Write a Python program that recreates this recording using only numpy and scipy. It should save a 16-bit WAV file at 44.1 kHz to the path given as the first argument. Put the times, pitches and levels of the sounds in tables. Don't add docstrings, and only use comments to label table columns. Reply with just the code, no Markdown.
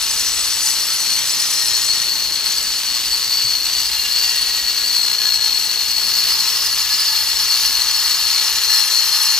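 import sys
import numpy as np
from scipy import signal
from scipy.fft import rfft, irfft, next_fast_len
from scipy.io import wavfile
from scipy.ndimage import uniform_filter1d, minimum_filter1d, map_coordinates

SR = 44100
rng = np.random.default_rng(int(sys.argv[2]) if len(sys.argv) > 2 else 0)


def master(y):
    cut = np.clip(np.atleast_2d(y).T, -1, 1)
    pcm = np.round(cut * 32767)
    wavfile.write(sys.argv[1], SR, pcm.astype(np.int16))


N = 414099
TIME = np.arange(N) / SR
FFT_SIZE = next_fast_len(N + SR, True)
FREQS_HZ = np.fft.rfftfreq(FFT_SIZE, 1 / SR) + 1e-3

# time_s, speed_hz
MOTOR_SPEED = [(0, 455.4), (.3, 450.5), (.72, 450.8), (1.08, 444.7), (1.48, 431.2), (1.86, 435.5),
               (2.25, 435.6), (2.65, 453.2), (3.5, 453), (4.34, 444.6), (4.8, 442.4), (5.38, 430),
               (6.06, 442.6), (6.39, 435.9), (7.03, 449.3), (7.88, 436), (8.33, 444.4), (9.0, 423.9),
               (9.39, 436.8)]
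# time_s, depth_share
CUT_DEPTH = [(0, 0), (1.8, 0), (2.25, 0.24), (3.2, .35), (4.1, 0.56), (5.8, 0.67), (6.35, 0.95), (9.39, 1)]
# pitch_hz, relative_db
SCRAPE_COLOUR = [(300, -24), (760, -14.5), (950, -7.5), (2300, -3.5), (3000, 1.5), (3900, 2), (5600, -0.5),
                 (7400, -4), (8500, -13.5), (9800, -8), (10700, -17.5), (12300, -11.5), (14300, -7.5),
                 (15000, -33)]
# pitch_hz, width_hz, skimming_db, half_sunk_db, deep_db
DISC_NOTES = [(891, 44, -18, -17, -13), (1198, 365, -20, -27, -16), (1729, 79, -18, -18, -10),
              (1904, 131, -16, -15, -13), (2796, 80, -15, -8, -7), (4966, 108, -2, -5, -1),
              (5439, 145, -3, -9, -3), (6111, 116, 1, -4, -3), (6856, 79, -3, -8, -3),
              (7800, 136, -2, -6, -8), (8768, 102, -4, -16, -14), (9540, 212, -15, -16, -16),
              (9971, 121, -6, -11, -7), (11162, 98, -8, -15, -11), (11770, 168, -15, -14, -11),
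              (12491, 132, -11, -19, -11), (13953, 106, -21, -13, -10), (14172, 250, -12, -11, -10),
              (15371, 352, -25, -20, -20)]
# offset_in_disc_speeds, relative_db
GEAR_TONES = [(-3, -15), (-2, -6), (-1, -5), (-.5, -9), (0, 0), (.5, -12), (1, -4), (2, -11)]
# skimming_db, half_sunk_db, deep_db
SCRAPE_DB = [-24.5, -25.5, -24]
RING_DB = [-23, -28.5, -23]
GEAR_DB = [-26, -21, -21.3]
# times_motor_speed, level_db
ROTOR_WHINE = [(1, -55), (2, -51)]
# times_disc_speed, level_db
DISC_HUM = [(7, -57), (9, -50.5), (14, -48.5), (16, -50.5), (23, -62)]
# times_disc_speed, level_db
WHISTLE = [(114, -38.5)]
# pitch_hz, relative_db
RUMBLE_COLOUR = [(20, -24), (33, -5), (44, 2), (60, -3), (75, -6), (150, -14), (300, -22), (800, -44)]
# pitch_hz, relative_db
VENT_COLOUR = [(60, -36), (150, -2.5), (300, -2), (450, -3), (800, -5.5), (2000, -30)]
# time_s, rumble_db, vent_db
LOW_LEVELS = [(0, -46, -48.5), (.9, -53, -47.5), (1.6, -48, -47), (2.3, -48.5, -46), (3.1, -49.5, -49.5),
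              (3.9, -49, -49.5), (4.8, -53.5, -48), (6.4, -52.5, -47.5), (6.7, -49.5, -51.5),
              (9.39, -54, -51)]
# pitch_hz, gain_db
SIDE_ECHO = [(40, -20), (250, -15.5), (700, -13.5), (2300, -21), (3000, -12.5), (4300, -16.5), (5500, -9.5),
             (8000, -14), (10000, -3), (14000, -7)]
# pitch_hz, difference_db
LEFT_LOUDER = [(100, 0.5), (600, 1.4), (1300, 0), (2400, -0.2), (2850, -2.5), (3400, -1), (4200, 10),
               (5000, -5.5), (5500, 9), (6800, 0), (7900, 8), (9500, -2), (11200, 0.5), (12500, 3),
               (15000, 0.5)]
# pitch_hz, lead_radians
LEFT_AHEAD = [(2500, 0), (3200, 1.42), (4300, 0.49), (5300, 1.08), (6500, 0.98), (8500, 1.3), (10500, 0),
              (14500, 1.83)]
# middle_s, length_s, ring_change_db, scrape_change_db
RUBS = [(.66, .15, 5, -1), (1.58, 0.62, 2, 0.5), (2.6, .14, 1, -1), (2.9, .4, 0, 0.2), (3.8, 0.29, 3, .3),
        (4.2, 0.64, 2, 1.5), (5.0, .16, 1, -0.5), (6.46, 0.13, 2, 1), (7.6, .3, 1.2, 0.5),
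        (8.07, 0.17, 2, 0), (8.35, .18, -0.5, 3), (8.75, 0.14, 6.5, 1.5), (9.22, 0.65, 2, -0.5)]
# middle_s, length_s, added_bounce
SKIPS = [(.9, 0.51, 0.07), (2.25, 0.52, 0.1), (3.7, 0.54, 0.25), (5.15, 0.89, 0.39), (6.25, .7, 0.25)]
# middle_s, length_s, gear_change_db, scrape_and_ring_change_db
EASES = [(.95, 0.36, 2.5, -0.8), (1.25, .1, -2, 0.5), (2.25, 0.51, -0.5, -2.5), (2.81, 0.068, -4.5, -1),
         (3.6, 0.12, 0.5, -1), (4.03, 0.18, -2.5, -0.5), (5.17, 0.12, -2.5, -1.3), (5.39, 0.055, -3, -2.3),
         (5.8, 0.58, -1.2, -1), (6.65, 0.33, -3, -0.5), (7.25, .07, -2.5, -1), (8.0, .2, -1.5, -0.5),
         (8.55, .18, -2.5, -0.5)]
# middle_s, length_s, gear_boost_db
CATCHES = [(1.11, 0.18, 4), (1.76, .07, 3), (1.9, 0.076, 5.5), (2.1, 0.12, 2), (3.14, 0.099, 3.5),
           (3.42, 0.33, 2.5), (3.73, .12, 1.5), (4.2, 0.19, 4), (4.97, .16, 1.5), (5.29, 0.18, 2.5),
           (6.2, .14, 3.5), (7.07, 0.22, 2), (7.57, 0.26, 1.5), (8.33, .2, 3), (8.76, 0.15, 6),
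           (8.98, 0.14, 4.5), (9.31, .12, 2.5)]
# middle_s, length_s, pitch_hz, level_db
SQUEALS = [(1.65, 1, 1875, -46), (2.6, 0.46, 1684, -45), (4.12, 0.6, 2800, -36), (4.547, 0.91, 1903, -40),
           (5.27, 0.46, 1700, -42.5)]
# start_s, pitch_hz, level_db, fade_s (the time to fall by 60 dB)
BUMPS = [(3.276, 135, -42, 0.17), (3.444, 118, -32.5, 0.27)]

SMALL_WHEEL_TEETH, BIG_WHEEL_TEETH = 10, 37
FREE_HZ, SAG_HZ = 456, 30
GEAR_LOAD_DB, TONE_LOAD_DB, SCRAPE_LOAD_DB, RING_LOAD_DB = 0.5, 1, 0.75, -0.2
ROTOR_LOAD_DB, WHISTLE_LOAD_DB = 3.5, 4


def undb(db):
    return 10 ** (np.asarray(db) / 20)


def unit(x):
    return x / np.sqrt(np.mean(np.abs(x) ** 2))


def curves(table):
    times_s, *columns = np.transpose(table)
    return [np.interp(TIME, times_s, column) for column in columns]


def across_pitch(points):
    hz, value = np.transpose(points)
    return np.interp(np.log(FREQS_HZ), np.log(hz), value)


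def filtered(x, response):
    return irfft(rfft(x, FFT_SIZE) * response, FFT_SIZE)[..., :N]


def coloured(x, colour):
    return unit(filtered(x, undb(across_pitch(colour))))


def resonate(x, hz, width_hz):
    stage = np.concatenate(signal.iirpeak(min(hz, .45 * SR), hz / width_hz, fs=SR))
    return signal.sosfilt([stage, stage], x)


def wander(rate_hz):
    points = rng.standard_normal(4096)
    return 1.2 * np.interp(TIME * rate_hz, np.arange(len(points)), points)


def arch(middle_s, length_s):
    return np.maximum(1 - (2 * (TIME - middle_s) / length_s) ** 2, 0)


def swells(events):
    return sum(np.outer(heights, arch(middle_s, length_s)) for middle_s, length_s, *heights in events)


def at_depth(depth, values):
    return np.interp(depth, np.linspace(0, 1, len(values)), values)


def chatter(disc_turns, usual_bounce=0.08, drift_hz=1.816):
    angle = 2 * np.pi * disc_turns
    bounce = (usual_bounce + swells(SKIPS)[0]) * np.cos(angle / 2)
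    once, twice = (size * np.abs(wander(drift_hz)) for size in (.15, .14))
    off_centre = once * np.cos(angle + 1.07 * wander(3.35))
    warp = twice * np.cos(2 * angle + 0.67 * wander(3.26))
    return bounce + off_centre + warp


def grit(disc_turns, pressure, grain_db=2.5, rim_share=0.13, rim_points=370):
    grains = unit(rng.standard_normal(N) * undb(grain_db * rng.exponential(size=N)))
    roughness = rng.standard_normal(rim_points)
    rim = unit(map_coordinates(roughness, [disc_turns % 1 * rim_points], order=3, mode="grid-wrap"))
    crumble = undb(wander(260) + 0.68 * wander(35))
    hits = np.sqrt(1 - rim_share) * grains + np.sqrt(rim_share) * rim
    return unit(hits * np.exp(0.65 * pressure) * crumble)


def disc_ring(force, depth):
    ring = 0
    for hz, width_hz, *db_by_depth in DISC_NOTES:
        ring = ring + resonate(force, hz, width_hz) * undb(at_depth(depth, db_by_depth) + wander(9))
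    return ring / np.sqrt(uniform_filter1d(ring ** 2, SR // 2))


def gear_whine(motor_turns, disc_turns, pressure, tone_db, rattle_hz=300, housing_hz=(4140, 4540)):
    slack = rng.standard_normal((2, N))
    rattle_filter = signal.butter(2, rattle_hz, fs=SR, output="sos")
    rattle = unit(signal.sosfilt(rattle_filter, slack[0] + 1j * slack[1]))
    sizes = np.array([undb(db + 4 * wander(5)) for _, db in GEAR_TONES])
    angles = np.array([2 * np.pi * (offset * disc_turns + rng.random()) + 1.1 * wander(5)
                       for offset, _ in GEAR_TONES])
    cluster = np.sum(sizes * np.exp(1j * angles), axis=0) / np.linalg.norm(sizes, axis=0)
    tone_gain = undb(tone_db)
    teeth = (tone_gain * cluster + rattle) / np.sqrt(1 + tone_gain ** 2) * np.exp(0.86 * pressure)
    whine = np.real(teeth * np.exp(2j * np.pi * SMALL_WHEEL_TEETH * motor_turns))
    housing = signal.butter(2, housing_hz, "bandpass", fs=SR, output="sos")
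    return unit(signal.sosfilt(housing, whine))


def tones(turns, table):
    return sum(np.sqrt(2) * undb(db + 1.5 * wander(5)) * np.sin(2 * np.pi * multiple * turns)
               for multiple, db in table)


def spinning_parts(motor_turns, disc_turns, load, depth, bite_depth=.6):
    rotor = tones(motor_turns, ROTOR_WHINE) * undb(ROTOR_LOAD_DB * (load - 1))
    hum = tones(disc_turns, DISC_HUM) * undb(6.4 * (depth - 1))
    shallow_db = 10 * np.minimum(depth - bite_depth, 0)
    whistle = tones(disc_turns, WHISTLE) * undb(WHISTLE_LOAD_DB * load + shallow_db)
    return rotor + hum + whistle


def judder(rate_hz=11, rate_spread=.25):
    shakes = np.cumsum(rate_hz * (1 + rate_spread * wander(rate_hz))) / SR
    return unit(np.sin(2 * np.pi * shakes) * undb(2.2 * wander(2.93)))


def cutting_levels(depth, load):
    rub_ring_db, rub_scrape_db = swells(RUBS)
    ease_gear_db, ease_disc_db = swells(EASES)
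    catch_db, = swells(CATCHES)
    shake = judder() * at_depth(depth, [.6, 1, 1])
    gear_db = at_depth(depth, GEAR_DB) + GEAR_LOAD_DB * load + 1.1 * shake + ease_gear_db + catch_db
    tone_db = -1.8 + TONE_LOAD_DB * load + 0.9 * catch_db
    scrape_db = at_depth(depth, SCRAPE_DB) + SCRAPE_LOAD_DB * load + .35 * shake
    scrape_db += ease_disc_db + rub_scrape_db
    ring_db = at_depth(depth, RING_DB) + RING_LOAD_DB * load + .85 * shake
    ring_db += ease_disc_db + rub_ring_db
    return gear_db, tone_db, scrape_db, ring_db


def background(mains_hz=60):
    rumble_db, vent_db = curves(LOW_LEVELS)
    rumble = coloured(rng.standard_normal(N), RUMBLE_COLOUR) * undb(rumble_db + 1.4 * wander(7))
    vent_air = coloured(rng.standard_normal(N), VENT_COLOUR) * undb(vent_db)
    return rumble + vent_air + tones(mains_hz * TIME, [(2, -59.5)])


def wall_echoes(x, fade_s=0.21, patterns=3, drift_hz=.6):
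    age = TIME[:SR // 2]
    tails = rng.standard_normal((patterns, len(age))) * undb(-60 * age / fade_s) * (age > .003)
    tails = tails / np.linalg.norm(tails, axis=1, keepdims=True)
    shares = np.array([wander(drift_hz) for _ in range(patterns)])
    echoes = filtered(x, rfft(tails, FFT_SIZE))
    return np.sum(echoes * shares / np.linalg.norm(shares, axis=0), axis=0)


def room(x, echo_db=-10):
    left_right = np.array([[1], [-1]])
    middle = x + undb(echo_db) * wall_echoes(x)
    side = filtered(wall_echoes(x), undb(across_pitch(SIDE_ECHO)))
    balance = undb(left_right * across_pitch(LEFT_LOUDER) / 2)
    lead = np.exp(.5j * left_right * across_pitch(LEFT_AHEAD))
    return filtered(middle + left_right * side, balance * lead)


def squeals(force, width_hz=75):
    return sum(unit(resonate(force, hz, width_hz)) * np.sqrt(arch(middle_s, length_s)) * undb(db)
               for middle_s, length_s, hz, db in SQUEALS)


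def bumps():
    out = 0
    for start_s, hz, db, fade_s in BUMPS:
        age = np.maximum(TIME - start_s, 0)
        out = out + undb(db - 60 * age / fade_s) * np.sin(2 * np.pi * hz * age)
    return out


def scene():
    speed_hz, = curves(MOTOR_SPEED)
    depth, = curves(CUT_DEPTH)
    load = (FREE_HZ - speed_hz) / SAG_HZ
    gear_db, tone_db, scrape_db, ring_db = cutting_levels(depth, load)
    motor_turns = np.cumsum(speed_hz * (1 + 0.0003214 * wander(25))) / SR
    disc_turns = motor_turns * SMALL_WHEEL_TEETH / BIG_WHEEL_TEETH
    pressure = chatter(disc_turns)
    force = grit(disc_turns, pressure)
    scrape = coloured(force, SCRAPE_COLOUR) * undb(scrape_db)
    ring = disc_ring(grit(disc_turns, pressure), depth) * undb(ring_db)
    whine = gear_whine(motor_turns, disc_turns, pressure, tone_db) * undb(gear_db)
    spin = spinning_parts(motor_turns, disc_turns, load, depth)
    return room(scrape + ring + whine + spin + background() + squeals(force) + bumps())


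def record(dry, ceiling=0.79, top_hz=15600):
    hold = SR // 100
    allowed = ceiling / np.maximum(np.abs(dry).max(axis=0), ceiling)
    gain = uniform_filter1d(minimum_filter1d(allowed, hold), hold)
    return signal.sosfilt(signal.ellip(10, .1, 80, top_hz, fs=SR, output="sos"), dry * gain)


dry = scene()
out = record(dry)
master(out)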